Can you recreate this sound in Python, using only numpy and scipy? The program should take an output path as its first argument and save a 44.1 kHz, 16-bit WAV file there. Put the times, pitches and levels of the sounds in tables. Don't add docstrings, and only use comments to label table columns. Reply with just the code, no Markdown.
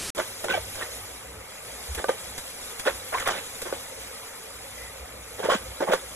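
import sys
import numpy as np
from scipy import signal
from scipy.fft import rfft, irfft, next_fast_len
from scipy.io import wavfile
from scipy.ndimage import uniform_filter1d, map_coordinates

SR = 44100
rng = np.random.default_rng(int(sys.argv[2]) if len(sys.argv) > 2 else 0)


def generate_wav(sig):
    pcm = np.round(np.clip(np.atleast_2d(sig).T, -1, 1) * 32767).astype(np.int16)
    wavfile.write(sys.argv[1], SR, pcm)


N = 271215


def amp(db):
    return 10 ** (np.asarray(db) / 20)


def unit(x):
    return x / np.sqrt(np.mean(x ** 2) + 1e-20)


def along(points, hz):
    point_hz, values = np.transpose(points)
    return np.interp(np.log(hz + 1), np.log(point_hz + 1), values)


def wobble(rate):
    points = rng.standard_normal(int(N * rate / SR) + 4)
    return map_coordinates(points, [np.arange(N) * rate / SR])


def filtered(x, response):
    size = next_fast_len(N + SR // 2)
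    return irfft(rfft(x, size) * response(np.fft.rfftfreq(size, 1 / SR)), size)[..., :N]


def add(track, start_s, sound):
    part = track[..., max(round(start_s * SR), 0):][..., :sound.shape[-1]]
    part += sound[..., :part.shape[-1]]


# pitch_hz, likeness (1 = the same, 0 = unrelated)
LIKENESS = [(60, 1), (300, 0.9), (550, 1), (850, 0.32), (1300, 0.7), (1900, 0.8), (4500, 0.92),
            (5600, 0.35), (13000, 0.43)]


def spread(pair, spectrum):
    def middle_and_side_gains(hz):
        angle = np.arccos(np.clip(along(LIKENESS, hz), -1, 1)) / 2
        return amp(along(spectrum, hz)) * [np.cos(angle), np.sin(angle)]

    middle, side = filtered(pair, middle_and_side_gains)
    return unit(np.array([middle + side, middle - side]))


def bubble(t, hz, t60, glide):
    age = np.minimum(t / t60, 1)
    ring = np.sin(2 * np.pi * hz * t * (1 + glide * age / 2))
    soft_start = 1 - np.exp(-2 * hz * t)
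    return ring * amp(-60 * t / t60) * soft_start


def froth(spectrum, rate, low_hz, high_hz, cycles, scatter_db, foam):
    pair = []
    t = np.arange(int(min(cycles / low_hz, .04) * SR)) / SR
    for side_rng in rng.spawn(2):
        when, pitch, size = side_rng.random((int(rate * N / SR), 3)).T[:, :, None]
        hz = low_hz + (high_hz - low_hz) * pitch
        strength = amp(-scatter_db * np.log(1 - .99 * size))
        strength = strength * np.sqrt(hz)
        rings = strength * bubble(t, hz, cycles / hz, glide=0.2)
        slots = (when * N).astype(int) + np.arange(len(t))
        pair.append(unit(np.bincount(slots.ravel(), rings.ravel(), N)[:N]))
    return spread(np.array(pair) + foam * rng.standard_normal((2, N)), spectrum)


# pitch_hz, gain_db
RUSH_COLOUR = [(250, -1), (800, -6.5), (9500, -5), (12500, -13)]


def rush(level_db=-33):
    noise = rng.standard_normal(N)
    return amp(level_db) * unit(filtered(noise, lambda hz: amp(along(RUSH_COLOUR, hz))))


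def patchy(x, depth_db):
    cells = signal.stft(x, nperseg=256)[2]
    field = uniform_filter1d(rng.standard_normal(cells.shape[1:]), size=4, axis=0)
    field = uniform_filter1d(field, size=10, axis=1)
    return unit(signal.istft(cells * amp(depth_db * unit(field)), nperseg=256)[1][:, :N])


# time_s, relative_level_db
HOSE_LEVELS = [(0.15, -42), (0.99, -42.5), (1.38, -50), (1.79, -44), (3.17, -42.5), (4.09, -44.5),
               (4.63, -47), (4.83, -46), (5.15, -49), (5.38, -46.5), (6.15, -44.5)]
# pitch_hz, gain_db
HISS_COLOUR = [(2500, 1), (3400, -1), (4700, -0.5), (5500, -2.5), (8500, 0.5), (10200, 0.5), (12300, -2.5)]
# pitch_hz, gain_db
TRICKLE_COLOUR = [(30, -38), (100, -15), (180, 0), (350, -5.5), (520, 3.5), (650, -3.5), (850, -2.5),
                  (1020, -8.5), (1250, -4.5), (1600, -10), (2150, -7.5), (4500, -11), (8000, -88)]


def hose(hiss_db=4, trickle_db=-45.0, gurgle_db=-48, gurgle_s=4.83, gurgle_width_s=0.07):
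    t = np.arange(N) / SR
    sputter_db, lapping_db = .8 * wobble(25), .6 * wobble(4)
    fizz = froth(HISS_COLOUR, rate=2600, low_hz=2624, high_hz=12930, cycles=197, scatter_db=1.0, foam=0.97)
    trickle = froth(TRICKLE_COLOUR, rate=1300, low_hz=385.0, high_hz=2833, cycles=58.5,
                    scatter_db=1.0, foam=0.97)
    gurgle = spread(rng.standard_normal((2, N)), [(1600, -32), (2000, 1), (2400, -37)])
    jet_db = np.interp(t, *np.transpose(HOSE_LEVELS)) + hiss_db + sputter_db
    gurgle_shape = np.exp(-((t - gurgle_s) / gurgle_width_s) ** 2)
    return (patchy(fizz, depth_db=1.1) * amp(jet_db)
            + trickle * amp(trickle_db + lapping_db)
            + gurgle * amp(gurgle_db) * gurgle_shape)


# pitch_hz, gain_db
HUM_COLOUR = [(20, -47), (40, -36), (52, -11.5), (61, 0.5), (75, -22), (95, -7.5), (140, -22), (300, -21.5),
              (900, -53)]


def hum(level_db=-54.0):
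    return amp(level_db + 4.7 * wobble(7.2)) * spread(rng.standard_normal((2, N)), HUM_COLOUR)


# start_s, peak_db, middle_pitch_hz, length_s
LOW_TONES = [(0.156, -49, 98, 0.8), (1.882, -28.5, 67.5, 0.066), (1.962, -32.5, 63, 0.045),
             (2.69, -53, 89.7, 0.95), (4.988, -37, 64, 0.076)]


def low_tones(sag=0.089):
    out = np.zeros(N)
    for start_s, peak_db, hz, length_s in LOW_TONES:
        t = np.arange(int(length_s * SR)) / SR
        swell = np.sin(np.pi * t / length_s)
        tone = np.sin(2 * np.pi * hz * t * (1 + sag * (1 - t / length_s) / 2))
        add(out, start_s, amp(peak_db) * swell * tone)
    return out


def stroke_shape(t, build_s):
    entry = np.clip((t + build_s) / 0.0073, 0, 1)
    swell = amp(2.5 * np.minimum(t, 0) / build_s)
    after = np.maximum(t, 0)
    collapse = amp(-60 * after / 0.14)
    settling = amp(-16 - 60 * after / 0.36)
    return entry * swell * np.hypot(collapse, settling)


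def tilted(x, slope_db):
    octaves = np.log2(np.clip(np.fft.rfftfreq(x.shape[-1], 1 / SR), 700, 3500) / 1500)
    return irfft(rfft(x) * amp(slope_db * octaves), x.shape[-1])


# typical_pitch_hz, relative_level_db, t60_s (time to fall 60 dB)
POCKET_RINGS = [(429, 0.5, 0.03), (555, -0.5, 0.08), (783, 5.5, 0.014), (1177, -8.5, 0.076),
                (1490, -4.5, 0.035), (1914, -10, 0.0094), (3490, -17, 0.01)]


def pocket(t, bright_db):
    rings = 0
    for k, (hz, level_db, t60) in enumerate(POCKET_RINGS):
        tilt_db = bright_db * np.log2(hz / POCKET_RINGS[2][0])
        strength = amp(level_db + tilt_db + rng.normal(0, 0.73, (2, 1)))
        ring = bubble(t, hz * rng.normal(1, 0.055), t60, glide=0)
        rings = rings + (-1) ** k * strength * ring
    return rings


def patter(bright_db=7, blob_t60=0.019):
    rate, scatter_db, pitch_octaves = 230, 3, .25
    t = np.arange(SR // 60) / SR
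    knock = pocket(t, bright_db)[0] * amp(-60 * t / blob_t60)
    gap, size, pitch = rng.standard_normal((int(rate * N / SR), 3)).T[:, :, None]
    landing_s = np.cumsum(np.exp(.5 * gap), axis=0) / rate
    slots = (landing_s * SR).astype(int) + np.arange(len(t))
    knocks = amp(scatter_db * size) * np.interp(t * 2 ** (pitch_octaves * pitch), t, knock)
    return unit(np.bincount(slots.ravel(), knocks.ravel(), N)[:N])


# crest_s, build_up_s, splatter_level_db, gulp_over_splatter_db,
# splatter_brightness_db_per_octave, spray_over_splatter_db
STROKES = [(.201, 0.033, -30, -0.5, -0.5, -6), (.447, 0.012, -35.5, 5, -2, -7),
           (.519, 0.031, -30.5, -2, 7, -7), (.549, 0.027, -37, -4, 7, -5), (0.574, 0.032, -44, 4.5, 7, -2),
           (.8, .03, -42.5, 1.5, 2, 0), (0.83, 0.024, -35.5, -8, 5, -22), (1.993, 0.02, -35, 1.5, 1.5, -8),
           (2.095, 0.015, -33.5, 5.5, 1, -3), (2.884, 0.029, -26, -1.5, 1, -8),
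           (3.153, 0.032, -28, -12, -4.5, -19), (3.22, 0.05, -34, -15, 1, -6),
           (3.276, 0.023, -27.5, -23, 2, -12), (3.312, 0.032, -29.5, -10.5, -6, -5.5),
           (3.392, 0.063, -38.5, -1.5, 5, -10), (3.683, 0.033, -38, 2, -2, -9),
           (3.738, .012, -42, 3, 12, -7), (5.404, 0.022, -38.5, 5, -5, -5.5),
           (5.462, 0.037, -31.5, 1.5, -2, -8.5), (5.52, .029, -24, -18, -3.5, -5.5),
           (5.547, 0.021, -33, 0.5, 6, -2.5), (5.828, 0.028, -31.5, 6, -4.5, -9.5),
           (5.903, 0.035, -30, 3.5, -6.5, -17), (5.937, 0.023, -28, -4, 5, -6)]
# pitch_hz, gain_db
GULP_COLOUR = [(60, -54), (140, -6.5), (250, -15), (350, -4.5), (440, -6), (540, 0), (680, -10.5),
               (900, -4), (1150, -56), (2000, -70)]
SPLATTER_COLOUR = [(850, -37), (1030, 5), (1250, -2), (1530, 3), (1750, -1), (1950, -2), (2400, -5.5),
                   (2900, 4.5), (5000, -57)]
SPRAY_COLOUR = [(2400, -55), (2900, 13.5), (3600, 6), (4500, 1.5), (6500, 1), (10500, -6.5), (13000, -17)]


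def strokes(patter_db=-2, clump_db=1, clumps_per_s=120):
    gulp = froth(GULP_COLOUR, rate=400, low_hz=185.0, high_hz=1090, cycles=9.7, scatter_db=-0.5, foam=0.1)
    splatter = froth(SPLATTER_COLOUR, rate=500, low_hz=891, high_hz=2554, cycles=21.0,
                     scatter_db=2.5, foam=0.25)
    spray = froth(SPRAY_COLOUR, rate=2000, low_hz=2500, high_hz=13080, cycles=99, scatter_db=0, foam=0.84)
    splatter = splatter + amp(patter_db) * patter()
    waters = [water * amp(clump_db * wobble(clumps_per_s)) for water in (gulp, splatter, spray)]
    out = np.zeros((2, N))
    for crest_s, build_s, level_db, gulp_db, bright_db, spray_db in STROKES:
        first = round((crest_s - build_s) * SR)
        t = np.arange(first, min(first + SR // 3, N)) / SR
        shape = stroke_shape(t - crest_s, build_s)
        shape_rms = np.sqrt(np.mean(shape ** 2))
        for water, over_db, slope_db in zip(waters, [gulp_db, 0, spray_db], [0, bright_db, 0]):
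            splash = unit(tilted(water[:, first:first + len(t)], slope_db) * shape) * shape_rms
            add(out, crest_s - build_s, amp(level_db + over_db) * splash)
    return out


# start_s, relative_peak_db, brightness_db_per_octave
SLAPS = [(.179, -18, -2), (.484, -13, 10), (.755, -25, 3), (2.042, -7, 2.5), (2.092, -4.5, 2),
         (2.853, -17, 11), (2.865, -11.5, 1), (3.127, -17, 5), (3.142, -18, 4.5), (3.159, -21, 3),
         (3.224, -17, 10), (3.268, -10.5, 8.5), (3.274, -9, 7), (3.292, -9.5, 10), (3.725, -13.5, -1),
         (5.455, -12, -5), (5.499, -6, 4), (5.519, -7, 0.5), (5.807, -18, -1), (5.934, -1.5, 3)]


def slaps(level_db=-5.5, crack=0.21, crack_t60=0.025):
    out, t = np.zeros((2, N)), np.arange(SR // 12) / SR
    for start_s, peak_db, bright_db in SLAPS:
        crack_noise = crack * rng.standard_normal((2, len(t))) * amp(-60 * t / crack_t60)
        hit = pocket(t, bright_db) + crack_noise
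        add(out, start_s, amp(peak_db + level_db) * hit / np.abs(hit).max())
    return out


# crest_s, peak_db, pitch_at_crest_hz, slide_after_crest_octaves, swell_s
PLOPS = [(.194, -20.5, 618, 0.11, .0084), (0.4456, -19.5, 660, -0.19, 0.0034),
         (.508, -21.5, 1523, 0.0053, .012), (.543, -25.5, 1570, 0.0083, 0.0063),
         (.543, -28, 2280, 0, 0.011), (.545, -20.5, 787, -0.19, 0.0093),
         (.578, -20.5, 633, -0.065, 0.00493), (.825, -27.5, 1847, -0.079, .007),
         (2.045, -17.5, 527, 0.15, .003), (2.095, -18, 515, -0.099, .004), (2.866, -25.5, 340, .2, 0.0037),
         (2.876, -18.5, 490, 0.18, .008), (2.877, -19, 1490, 0.077, .003),
         (2.883, -24, 1825, -0.096, 0.0039), (3.153, -22.5, 1040, 0.051, .011),
         (3.275, -21, 660, 0.15, 0.0036), (3.626, -27.5, 490, -0.028, .0033),
         (3.729, -23, 525, -0.031, .0029), (5.4, -26.5, 492, -.3, 0.00704),
         (5.4895, -12.5, 546, 0.36, 0.0037), (5.507, -17, 1053, -0.03, .004),
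         (5.52, -19.5, 1000, 0.48, .003), (5.554, -23, 244, -0.44, 0.0045),
         (5.81, -23.5, 296, 0.31, 0.0037), (5.826, -21, 586, .13, 0.0044), (5.911, -19, 596, 0.063, 0.0031),
         (5.925, -12, 552, -0.0034, .005), (5.938, -17, 480, -0.31, 0.0019)]


def plops(waver=0.027):
    out, t = np.zeros(N), np.arange(SR // 12) / SR
    unsteady = 1 + waver * wobble(200)
    for crest_s, peak_db, hz, slide, swell_s in PLOPS:
        age = t / swell_s
        pitch = hz * 2 ** (slide * np.tanh(age - 1)) * unsteady[round(crest_s * SR):][:len(t)]
        swell_and_fade = (age * np.exp(1 - age)) ** 2
        tone = np.sin(2 * np.pi * np.cumsum(pitch) / SR)
        add(out, crest_s - swell_s, amp(peak_db) * swell_and_fade * tone)
    return out


# start_s, relative_level_db
SPRINKLES = [(.441, -36), (0.755, -38.5), (1.947, -34), (2.378, -34), (2.793, -33), (3.197, -34),
             (3.273, -30), (3.617, -32.5), (5.934, -33)]


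def sprinkles():
    gain, t = np.zeros(N), np.arange(SR // 8) / SR
    tick = amp(-60 * t / .06) * (1 - np.exp(-t / .002))
    for start_s, level_db in SPRINKLES:
        add(gain, start_s, amp(level_db) * tick)
    drops = froth(HISS_COLOUR, rate=3200, low_hz=2250, high_hz=12300, cycles=2.2, scatter_db=-4.5, foam=1.0)
    return 3.1 * gain * drops


# delay_s, level_db
ECHOES = [(.004, -24), (.0079, -19), (0.011, -11)]


def echoed(x):
    def response(hz):
        return 1 + sum(amp(db) * np.exp(-2j * np.pi * hz * delay_s) for delay_s, db in ECHOES)

    return filtered(x, response)


def walls(x, t60=0.043, level_db=-17):
    t = np.arange(SR // 4) / SR
    tail = rng.standard_normal((2, len(t))) * amp(-60 * t / t60) * (t > .003)
    tail = tail / np.linalg.norm(tail[0])
    return x + amp(level_db) * signal.fftconvolve(x, tail, axes=1)[:, :N]


def scene(right_db=1):
    water_and_hum = echoed(hose() + sprinkles()) + low_tones() + hum()
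    dog = walls(echoed(strokes()) + slaps() + plops())
    return water_and_hum + dog * amp([[-right_db], [right_db]])


# pitch_hz, left_lead_radians
LEFT_LEAD = [(150, 0), (750, -1.3), (1400, 0), (2100, 0), (3300, -4.9), (3900, -4.4), (4350, -3.1),
             (5200, -3), (6350, 0), (7400, 0), (8350, 3.1), (9550, 3.1), (10400, 6.3), (11600, 6.3),
             (12500, 9.4)]


def record(dry, rush_end_s=0.104, pool_start_s=0.149, top_hz=13050):
    t = np.arange(N) / SR
    sides = np.array([[1], [-1]])
    pool = filtered(dry, lambda hz: np.exp(.5j * along(LEFT_LEAD, hz) * sides))
    joined = rush() * (t < rush_end_s) + pool * (t > pool_start_s)
    return filtered(joined, lambda hz: 1 / np.sqrt(1 + (hz / top_hz) ** 160))


dry = scene()
out = record(dry)
generate_wav(out)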